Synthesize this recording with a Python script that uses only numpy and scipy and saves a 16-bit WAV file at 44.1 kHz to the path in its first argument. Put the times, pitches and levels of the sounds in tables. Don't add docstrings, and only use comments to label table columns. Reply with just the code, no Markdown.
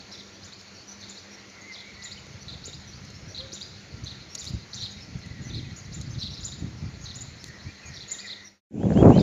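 import sys
import numpy as np
from scipy import signal
from scipy.fft import rfft, irfft, next_fast_len
from scipy.io import wavfile
from scipy.ndimage import uniform_filter1d

SR = 44100
rng = np.random.default_rng(int(sys.argv[2]) if len(sys.argv) > 2 else 0)


def bounce(signal):
    frames = np.transpose(np.atleast_2d(signal))
    limited = np.clip(frames, -1, 1)
    pcm = np.round(limited * 32767).astype(np.int16)
    wavfile.write(sys.argv[1], SR, pcm)


N = 406602

# start in seconds, then crest, rise, sweep and closing upstroke in dB.
CHIRPS = [(0.427, -45.5, -45, -47, -43.5), (1.074, -38, -51, -51, -44.5), (2.017, -35, -41.5, -36, -36.5),
          (2.636, -35, -38, -39, -40.5), (3.516, -37.5, -36, -39, -34.5), (4.371, -35.5, -36.5, -43, -35.5),
          (4.727, -40, -34.5, -34, -33), (5.918, -36, -43, -46.5, -49), (6.427, -30, -37, -37, -40),
          (7.134, -36, -41, -44, -48.5), (8.091, -25.5, -43, -38.5, -38)]
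# delay in seconds, length in seconds, start, middle and end pitch in Hz.
CHIRP_PARTS = [(.019, .023, 6700, 7050, 6600), (.002, .023, 3600, 5450, 6800),
               (.028, .046, 4700, 3740, 3800), (.091, .028, 3650, 4200, 5300),
               (.091, .022, 6300, 6900, 7400), (.004, .018, 3750, 4300, 5100)]
# start in seconds, upstroke in dB, arch in dB.
ANSWERS = [(1.024, -42, -50), (2.48, -38.5, -41.5), (3.344, -39.5, -33.5), (4.057, -36, -40.5),
           (4.8, -37, -33), (5.531, -37, -40), (6.211, -32, -36), (7.052, -42.5, -40.5), (8.269, -39, -35)]
# length in seconds, start, middle and end pitch in Hz.
UPSTROKE = (.028, 3900, 4200, 4950)
HOOK = (.03, 3900, 4000, 3250)
LOW_ARCH = (.046, 3200, 4230, 2800)
# start in seconds, level in dB.
LONE_ARCHES = [(0.172, -43.5), (1.774, -41), (6.364, -42.5), (7.999, -41)]
# start in seconds, length in seconds, crest in Hz, level in dB.
HIGH_ARCHES = [(0.111, 0.033, 5650, -40.5), (1.003, 0.019, 6370, -43), (1.717, 0.028, 5830, -43.5),
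               (4.035, 0.02, 6400, -41.5), (6.183, 0.034, 5740, -38.5), (7.035, 0.033, 6450, -43.5),
               (7.932, 0.042, 5770, -43.5), (8.245, 0.03, 5300, -48), (9.189, 0.031, 5050, -37)]
# start in seconds, level in dB.
FALLS = [(0.13, -45), (1.098, -50), (1.738, -42.5), (4.404, -43.5), (5.487, -44), (6.135, -48),
         (7.956, -43)]
# length in seconds, start, middle and end pitch in Hz.
FALL_STROKE = (0.03, 5300, 3900, 3470)
# start in seconds, level in dB.
CHATTER = [(6.292, -52), (6.333, -39), (9.153, -48.5), (9.171, -37.5), (9.185, -39)]
# length in seconds, start, middle and end pitch in Hz.
CHATTER_STROKE = (.022, 3650, 4600, 5500)
# frequency in Hz, gain in dB.
THROAT = [(3000, 0), (4000, 2), (5300, -3), (7000, -1)]
# start in seconds, length in seconds, middle and end pitch in Hz, level in dB.
PEEPS = [(0.0, 0.019, 4400, 4460, -41.5), (0.32, 0.043, 5800, 5570, -54), (0.74, .035, 5650, 5460, -48.5),
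         (0.752, 0.092, 4500, 4420, -50), (0.869, 0.074, 5950, 6000, -43), (1.305, 0.055, 5670, 5410, -47),
         (1.495, 0.013, 6070, 5900, -46.5), (1.612, .019, 6600, 6400, -47), (2.407, 0.029, 5930, 5800, -47),
         (2.872, 0.038, 5980, 5570, -47), (2.93, 0.037, 4600, 5030, -48.5), (3.146, 0.038, 5420, 5800, -50),
         (3.272, 0.062, 5870, 5460, -48.5), (4.292, 0.083, 5620, 5780, -47), (4.78, 0.046, 5700, 5540, -42),
         (4.899, 0.039, 6590, 6630, -48), (5, 0.044, 5320, 5260, -45), (5.415, 0.032, 6840, 6660, -50),
         (5.44, 0.069, 6080, 5800, -45.5), (5.756, 0.053, 6840, 6040, -44), (6.095, 0.048, 6260, 6300, -47),
         (6.299, .04, 5620, 5600, -46), (6.312, 0.052, 6000, 5700, -51), (6.401, 0.037, 6900, 7000, -46),
         (7.003, 0.057, 6600, 6600, -46.5), (7.206, 0.022, 6950, 7300, -36),
         (7.391, 0.04, 5360, 5550, -49.5), (7.42, 0.02, 6150, 6400, -55), (7.85, 0.05, 6630, 6420, -44),
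         (8.074, 0.035, 6800, 6740, -44), (8.442, 0.05, 5770, 5400, -41.5)]
# start in seconds, top pitch in Hz, level in dB.
FLICKS = [(5.756, 6860, -48), (5.843, 6570, -47.5), (8.926, 5400, -46)]
# start in seconds, length in seconds, start and end in Hz, level in dB.
WHISTLES = [(1.622, 0.043, 2000, 2060, -47), (1.675, 0.059, 2186, 2050, -41), (1.8, 0.065, 2124, 2060, -48),
            (1.852, 0.064, 2130, 2340, -48), (1.97, 0.079, 1967, 1990, -50), (2.05, 0.028, 2020, 1920, -44),
            (2.172, 0.02, 3150, 2940, -45), (3.3, 0.058, 590, 640, -53), (3.384, 0.094, 503, 544, -45),
            (5.236, 0.033, 1980, 2000, -50), (5.3, 0.028, 2035, 1987, -46.5),
            (5.356, 0.057, 1960, 1894, -49.5), (5.452, 0.033, 2005, 2020, -47),
            (5.64, 0.025, 2580, 2470, -50), (5.665, 0.057, 2060, 1890, -51),
            (7.478, 0.04, 1943, 1810, -44.5), (7.53, .025, 1830, 2020, -49),
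            (7.648, 0.069, 2120, 2420, -51), (7.819, 0.072, 2640, 2400, -48),
            (7.869, 0.056, 1940, 1860, -48), (8.105, 0.037, 2000, 2140, -46),
            (8.184, .025, 1870, 1940, -45.5), (8.197, 0.078, 2470, 2420, -46),
            (8.239, 0.041, 2133, 1840, -40.5), (8.292, 0.017, 1870, 2100, -43),
            (8.379, 0.053, 2080, 1866, -48), (8.427, .045, 1845, 2140, -45.5)]
# start in seconds, share of the pitch, level in dB.
ARCS = [(8.794, 1.05, -47), (8.951, 1.02, -40), (9.112, .965, -41.5)]
# delay in seconds, length in seconds,
# start, middle and end pitch in Hz before the share, level in dB relative to the whistle.
ARC_PARTS = [(0, .076, 2580, 3130, 3190, 0), (0, .06, 3870, 4560, 4780, -17),
             (.012, .06, 5700, 6250, 6440, -14), (.07, .022, 3200, 2600, 2300, -3)]
# delay in seconds, level in dB.
ECHOES = [(.03, -15), (.068, -12), (.14, -17)]
# frequency in Hz, gain in dB.
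ECHO_TONE = [(2500, -3), (4200, -3), (5300, 1), (7000, -4)]
# time in seconds, level in dB, centre in Hz.
WARBLE = [(0.0, -102.5, 2120), (1.459, -58.5, 2053), (1.68, -50.5, 2077), (2.97, -70, 2090),
          (5.719, -57, 2023), (6.419, -67, 1980), (7.499, -56, 1943), (8.43, -53, 1970), (8.6, -58.5, 2010)]
# time in seconds, level in dB.
BREEZE = [(1.9, -56.5), (2.5, -44), (3.43, -44.5), (3.89, -53), (3.98, -34), (4.39, -55), (4.55, -31.5),
          (4.68, -53), (4.79, -41), (4.93, -47.5), (5.16, -33), (5.2, -41.5), (5.59, -30), (5.84, -47.5),
          (5.96, -32.5), (6.48, -39), (6.68, -29.5), (6.71, -37), (6.89, -32.5), (6.93, -43.5), (7.16, -38),
          (7.6, -53.5), (7.68, -33), (7.76, -61), (7.92, -40.5), (8.3, -78)]
GUST = [(8.708, -45), (8.75, -33), (8.86, -20), (8.92, -20.5), (9.04, -8), (9.11, -8), (9.14, -18.5),
        (9.18, -11.5), (9.22, -17.5)]
# frequency in Hz, relative density in dB per Hz.
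BREEZE_TONE = [(15, -65.5), (25, -25.5), (74, -1), (130, 0), (292, -11.5), (517, -33), (557, -29.5),
               (900, -39.5), (1170, -70), (1980, -120)]
GUST_TONE = [(15, -73), (25, -32), (75, -6.5), (168, 0.5), (204, 0.5), (238, -2.5), (441, -7), (477, -10),
             (662, -13.5), (2500, -58), (3250, -103), (5500, -120)]
# start in seconds, peak in dB.
POPS = [(8.832, -31.5), (8.9047, -25.5), (8.922, -27), (8.975, -22.5), (9.03, -22), (9.0553, -23),
        (9.074, -29), (9.1014, -29), (9.181, -24.5)]
# start in seconds, level in dB, centre in Hz, t60 in seconds.
TICKS = [(0.612, -38, 4500, .012), (2.2675, -42, 4170, .015), (3.0497, -36.5, 6570, 0.014),
         (3.1027, -36, 6600, .015), (4.348, -35, 6750, .02), (4.3515, -20, 6700, 0.025),
         (4.4432, -30, 6000, 0.019), (4.4517, -29, 6200, 0.024), (5.189, -44, 6450, .03),
         (5.261, -36.5, 2440, .015), (6.013, -31.5, 6530, 0.024), (7.442, -20, 4100, 0.0057)]
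# start in seconds, level in dB, pitch in Hz.
KNOCKS = [(2.267, -38, 480), (2.679, -29.5, 402), (3.1, -36, 460), (3.217, -35, 505), (3.53, -29.5, 346),
          (7.439, -33.5, 363.5)]
# start in seconds, length in seconds, level in dB.
SCUFFS = [(4.376, 0.13, -33), (7.452, .037, -33)]
# frequency in Hz, relative density in dB per Hz.
SCUFF_TONE = [(2500, -20), (5000, 1), (10000, -6), (15500, 11)]
STREET = [(18, -48), (30, -24), (43, -16.5), (93, -1.5), (147, -9), (194, -4), (250, -8.5), (322, -7),
          (996, -15.5), (2280, -12.5), (3080, -18), (3800, -17), (4300, -11.5), (4850, -17.5),
          (6590, -16.5), (7400, -27.5), (9620, -58), (16300, -120)]
SQUARE = [(880, -58), (1500, -18), (2630, -17.5), (3280, -24), (3920, -26.5), (4640, -29), (7400, -18.5),
          (9620, -57), (16300, -120)]
# frequency in Hz, level in dB.
HUM = [(96.9, -61.5), (199.2, -53.5), (1380, -65)]
# frequency in Hz, gain in dB.
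OVERALL_TONE = [(7100, -1), (7500, -5.5), (7900, -16.5), (8600, -33.5), (9200, -11), (16000, -39)]
# frequency in Hz, relative density in dB per Hz.
TOP_HISS = [(7900, -32), (8500, -4), (9000, -6), (12000, -6.5), (15500, -9.5)]

HOARSE, THIN, CLEAR = .52, .42, .17
THROB_HZ = 190
OCTAVE_DB, TWELFTH_DB = -20.5, -17.5
FALL_DB, OVERTONE_DB, SECOND_VOICE_DB = -6, -13.5, -5
HOOK_DB, ARCH_DELAY_S = -3, .026
ARCH_FROM, ARCH_TO = .67, .64
UNDERTONE, UNDERTONE_DB = .72, -5
PEEP_SAG = .03
FLICK_S, FLICK_FROM = .02, .74
GLIDE_BY_MIDDLE = .75
FLOCK_NOTES, FLOCK_FLOOR_DB, FLOCK_SPREAD_DB = 221, -59, 8
OTHERS_ECHO_DB = -4
SILENT_FROM_S, FADE_OUT_S, BACK_AT_S, FADE_IN_S = 8.606, .26, 8.698, .36
STREET_DB, SQUARE_DB = -48, -46
STREET_DB_PER_S = -.1524
PUFF_EXTRA_GAIN, PUFF_S = .74, .012
EDGE_HZ = 15600


def amp(db):
    return 10 ** (np.asarray(db) / 20)


def evened(x):
    return x / np.sqrt(np.mean(x ** 2) + 1e-20)


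def over_hz(points, hz):
    f, value = np.transpose(points)
    return np.interp(np.log(hz + 1), np.log(f + 1), value)


def over_time(s, db):
    return amp(np.interp(np.arange(N) / SR, s, db, -200, -200))


def add(mix, s, sound):
    part = mix[round(s * SR):][:len(sound)]
    part += sound[:len(part)]


def wobble(hz, size=N):
    lowpass = signal.butter(2, hz, fs=SR, output="sos")
    run_in = SR // 20
    return evened(signal.sosfilt(lowpass, rng.standard_normal(size + run_in)))[-size:]


def coloured(x, spectrum):
    size = next_fast_len(N)
    gain = amp(over_hz(spectrum, np.fft.rfftfreq(size, 1 / SR)))
    return irfft(rfft(x, size) * gain, size)[:N]


def note(length_s, start_hz, middle_hz, end_hz, db, rough):
    u = np.arange(round(length_s * SR)) / (length_s * SR)
    hz = start_hz * (1 - u) * (1 - 2 * u) + 4 * middle_hz * u * (1 - u) + end_hz * u * (2 * u - 1)
    phase = 2 * np.pi * np.cumsum(hz) / SR
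    rasp = wobble(350, len(u))
    flutter = rasp * np.sin(phase) + wobble(350, len(u)) * np.cos(phase)
    tone = (np.sin(phase) + rough * flutter) / np.sqrt(1 + 2 * rough ** 2)
    harmonics = amp(OCTAVE_DB) * np.sin(2 * phase) + amp(TWELFTH_DB) * np.sin(3 * phase)
    throb = 1 + rough * np.sin(2 * np.pi * (THROB_HZ * length_s * u + rng.random()))
    return amp(db) * signal.windows.tukey(len(u), .42) * (tone + rasp * harmonics) * throb


def sparrows():
    out = np.zeros(N)
    for s, crest, rise, sweep, closing in CHIRPS:
        levels_db = (crest, rise, sweep + FALL_DB, closing, closing + OVERTONE_DB, sweep + SECOND_VOICE_DB)
        for (delay, *shape), db in zip(CHIRP_PARTS, levels_db):
            add(out, s + delay, note(*shape, db, HOARSE))
    for s, upstroke_db, arch_db in ANSWERS:
        add(out, s, note(*UPSTROKE, upstroke_db, HOARSE))
        add(out, s, note(*HOOK, upstroke_db + HOOK_DB, HOARSE))
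        add(out, s + ARCH_DELAY_S, note(*LOW_ARCH, arch_db, HOARSE))
    for strokes, shape in ((LONE_ARCHES, LOW_ARCH), (CHATTER, CHATTER_STROKE), (FALLS, FALL_STROKE)):
        for s, db in strokes:
            add(out, s, note(*shape, db, HOARSE))
    for s, length, hz, db in HIGH_ARCHES:
        add(out, s, note(length, ARCH_FROM * hz, hz, ARCH_TO * hz, db, HOARSE))
        add(out, s, note(length, *[UNDERTONE * hz] * 3, db + UNDERTONE_DB, HOARSE))
    return coloured(out, THROAT)


def flock():
    out = np.zeros(N)
    for when, pitch, a, b, loud in rng.random((FLOCK_NOTES, 5)):
        hz = 4150 + 2600 * pitch ** 4
        db = FLOCK_FLOOR_DB + FLOCK_SPREAD_DB * loud
        add(out, when * SILENT_FROM_S, note(.03, hz * (.92 + .16 * a), hz, hz * (.92 + .16 * b), db, HOARSE))
    return coloured(out, THROAT)


def small_birds():
    out = np.zeros(N)
    for s, length, hz, end_hz, db in PEEPS:
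        add(out, s, note(length, (1 - PEEP_SAG) * hz, hz, end_hz, db, THIN))
    for s, hz, db in FLICKS:
        add(out, s, note(FLICK_S, FLICK_FROM * hz, (1 + FLICK_FROM) / 2 * hz, hz, db, THIN))
    for s, length, hz, end_hz, db in WHISTLES:
        middle_hz = hz + GLIDE_BY_MIDDLE * (end_hz - hz)
        add(out, s, note(length, hz, middle_hz, end_hz, db, CLEAR))
    for s, share, db in ARCS:
        for delay, length, *hz, relative_db in ARC_PARTS:
            add(out, s + delay, note(length, *(share * np.array(hz)), db + relative_db, CLEAR))
    return out


def smear(size):
    burst = signal.windows.hann(size) * rng.standard_normal(size)
    return burst / np.linalg.norm(burst)


def street_echo(near, others, t60_s=.45, tail_db=-2.5, branches_db=-6):
    t = np.arange(SR // 2) / SR
    tail = rng.standard_normal(len(t)) * amp(-60 * t / t60_s) * np.minimum(t / .015, 1)
    reply = amp(tail_db) * tail / np.linalg.norm(tail)
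    for delay, db in ECHOES:
        add(reply, delay, amp(db) * smear(600))
    add(reply, 0, amp(branches_db) * smear(500))
    first_street = np.arange(N) / SR < SILENT_FROM_S
    walled = (near + amp(OTHERS_ECHO_DB) * others) * first_street
    return near + others + coloured(signal.oaconvolve(walled, reply)[:N], ECHO_TONE)


def warble(width_hz=150):
    s, db, hz = np.transpose(WARBLE)
    wavering_hz = np.interp(np.arange(N) / SR, s, hz) + 45 * wobble(7)
    phase = 2 * np.pi * np.cumsum(wavering_hz) / SR
    blur = wobble(width_hz) * np.sin(phase) + wobble(width_hz) * np.cos(phase)
    return over_time(s, db) * blur * amp(1.1 * wobble(7.6))


def wind(curve, spectrum, lumpy_db, lump_hz, split_hz, brighten):
    eddies = rng.standard_normal(N) * amp(lumpy_db * np.tanh(wobble(lump_hz)))
    thump = evened(coloured(eddies, spectrum))
    level = over_time(*np.transpose(curve))
    dull = coloured(thump, [(split_hz / 2, 0), (split_hz * 2, -30)])
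    return level * (dull + (thump - dull) * (level / level.max()) ** brighten)


def puffs():
    gain = np.ones(N)
    for s, _ in POPS:
        add(gain, s - PUFF_S / 3, PUFF_EXTRA_GAIN * signal.windows.hann(round(PUFF_S * SR)))
    return gain


def pops(lowest_hz=1500):
    out, t = np.zeros(N), np.arange(300) / SR
    for s, db in POPS:
        hz = lowest_hz * rng.uniform(1.0, 1.1)
        add(out, s, amp(db - 60 * t / 0.0063) * np.sin(2 * np.pi * hz * t))
    return out


def ticks():
    out, t = np.zeros(N), np.arange(400) / SR
    for s, db, hz, t60_s in TICKS:
        ring = np.sin(2 * np.pi * hz * t) + 1.44 * rng.standard_normal(len(t))
        add(out, s, amp(db - 60 * t / t60_s) * np.minimum(t / 0.00037, 1) * ring)
    return coloured(out, [(1200, -20.0), (4500, -3)])


def knocks():
    out, t = np.zeros(N), np.arange(3000) / SR
    for s, db, hz in KNOCKS:
        add(out, s, amp(db - 60 * t / 0.02) * np.minimum(t / 0.0013, 1) * np.sin(2 * np.pi * hz * t))
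    return out


def scuffs():
    level = np.zeros(N)
    for s, length, db in SCUFFS:
        add(level, s, amp(db) * np.linspace(.5, 1, round(length * SR)))
    return level * evened(coloured(rng.standard_normal(N), SCUFF_TONE))


def ambience(spectrum, db, patchy_db=1.5):
    real, imaginary, patches = rng.standard_normal((N // 128 + 5, 257, 3)).T
    patches = evened(uniform_filter1d(uniform_filter1d(patches, 6, 0), 24, 1))
    bins = (real + 1j * imaginary) * amp(patchy_db * patches)
    noise = signal.istft(bins, nperseg=512, noverlap=384)[1][:N]
    return amp(db) * evened(coloured(noise, spectrum))


def hum():
    t = np.arange(N) / SR
    out = np.zeros(N)
    for hz, db in HUM:
        out += amp(db + 3.1 * wobble(7.1)) * np.sin(2 * np.pi * hz * t + .5 * wobble(2.7))
    return out


def scene():
    t = np.arange(N) / SR
    first = np.clip((SILENT_FROM_S - t) / FADE_OUT_S, 0, 1)
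    second = np.clip((t - BACK_AT_S) / FADE_IN_S, 0, 1)
    birds = street_echo(sparrows() + flock(), small_birds()) + warble()
    breeze = wind(BREEZE, BREEZE_TONE, lumpy_db=7.2, lump_hz=34.4, split_hz=290, brighten=.75)
    gust = wind(GUST, GUST_TONE, lumpy_db=5.1, lump_hz=90, split_hz=620, brighten=.38) * puffs()
    close_by = ticks() + scuffs() + knocks()
    quiet = (ambience(STREET, STREET_DB) + hum()) * amp(STREET_DB_PER_S * t) * first
    windy = ambience(SQUARE, SQUARE_DB) * second
    return (birds * (first + second) + close_by + quiet + windy + breeze + gust + pops())[None]


def record(dry):
    heard = coloured(np.tanh(dry[0]), OVERALL_TONE)
    treble = coloured(heard, [(4000, -37.5), (5500, -1.5)])
    level = np.sqrt(abs(uniform_filter1d(treble ** 2, 900))) ** 0.59
    hiss = amp(-45.0) * level * evened(coloured(rng.standard_normal(N), TOP_HISS))
    band_limit = signal.firwin(511, EDGE_HZ, window=("kaiser", 9), fs=SR)
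    return signal.oaconvolve((heard + hiss)[None], band_limit[None], "same")


dry = scene()
out = record(dry)
bounce(out)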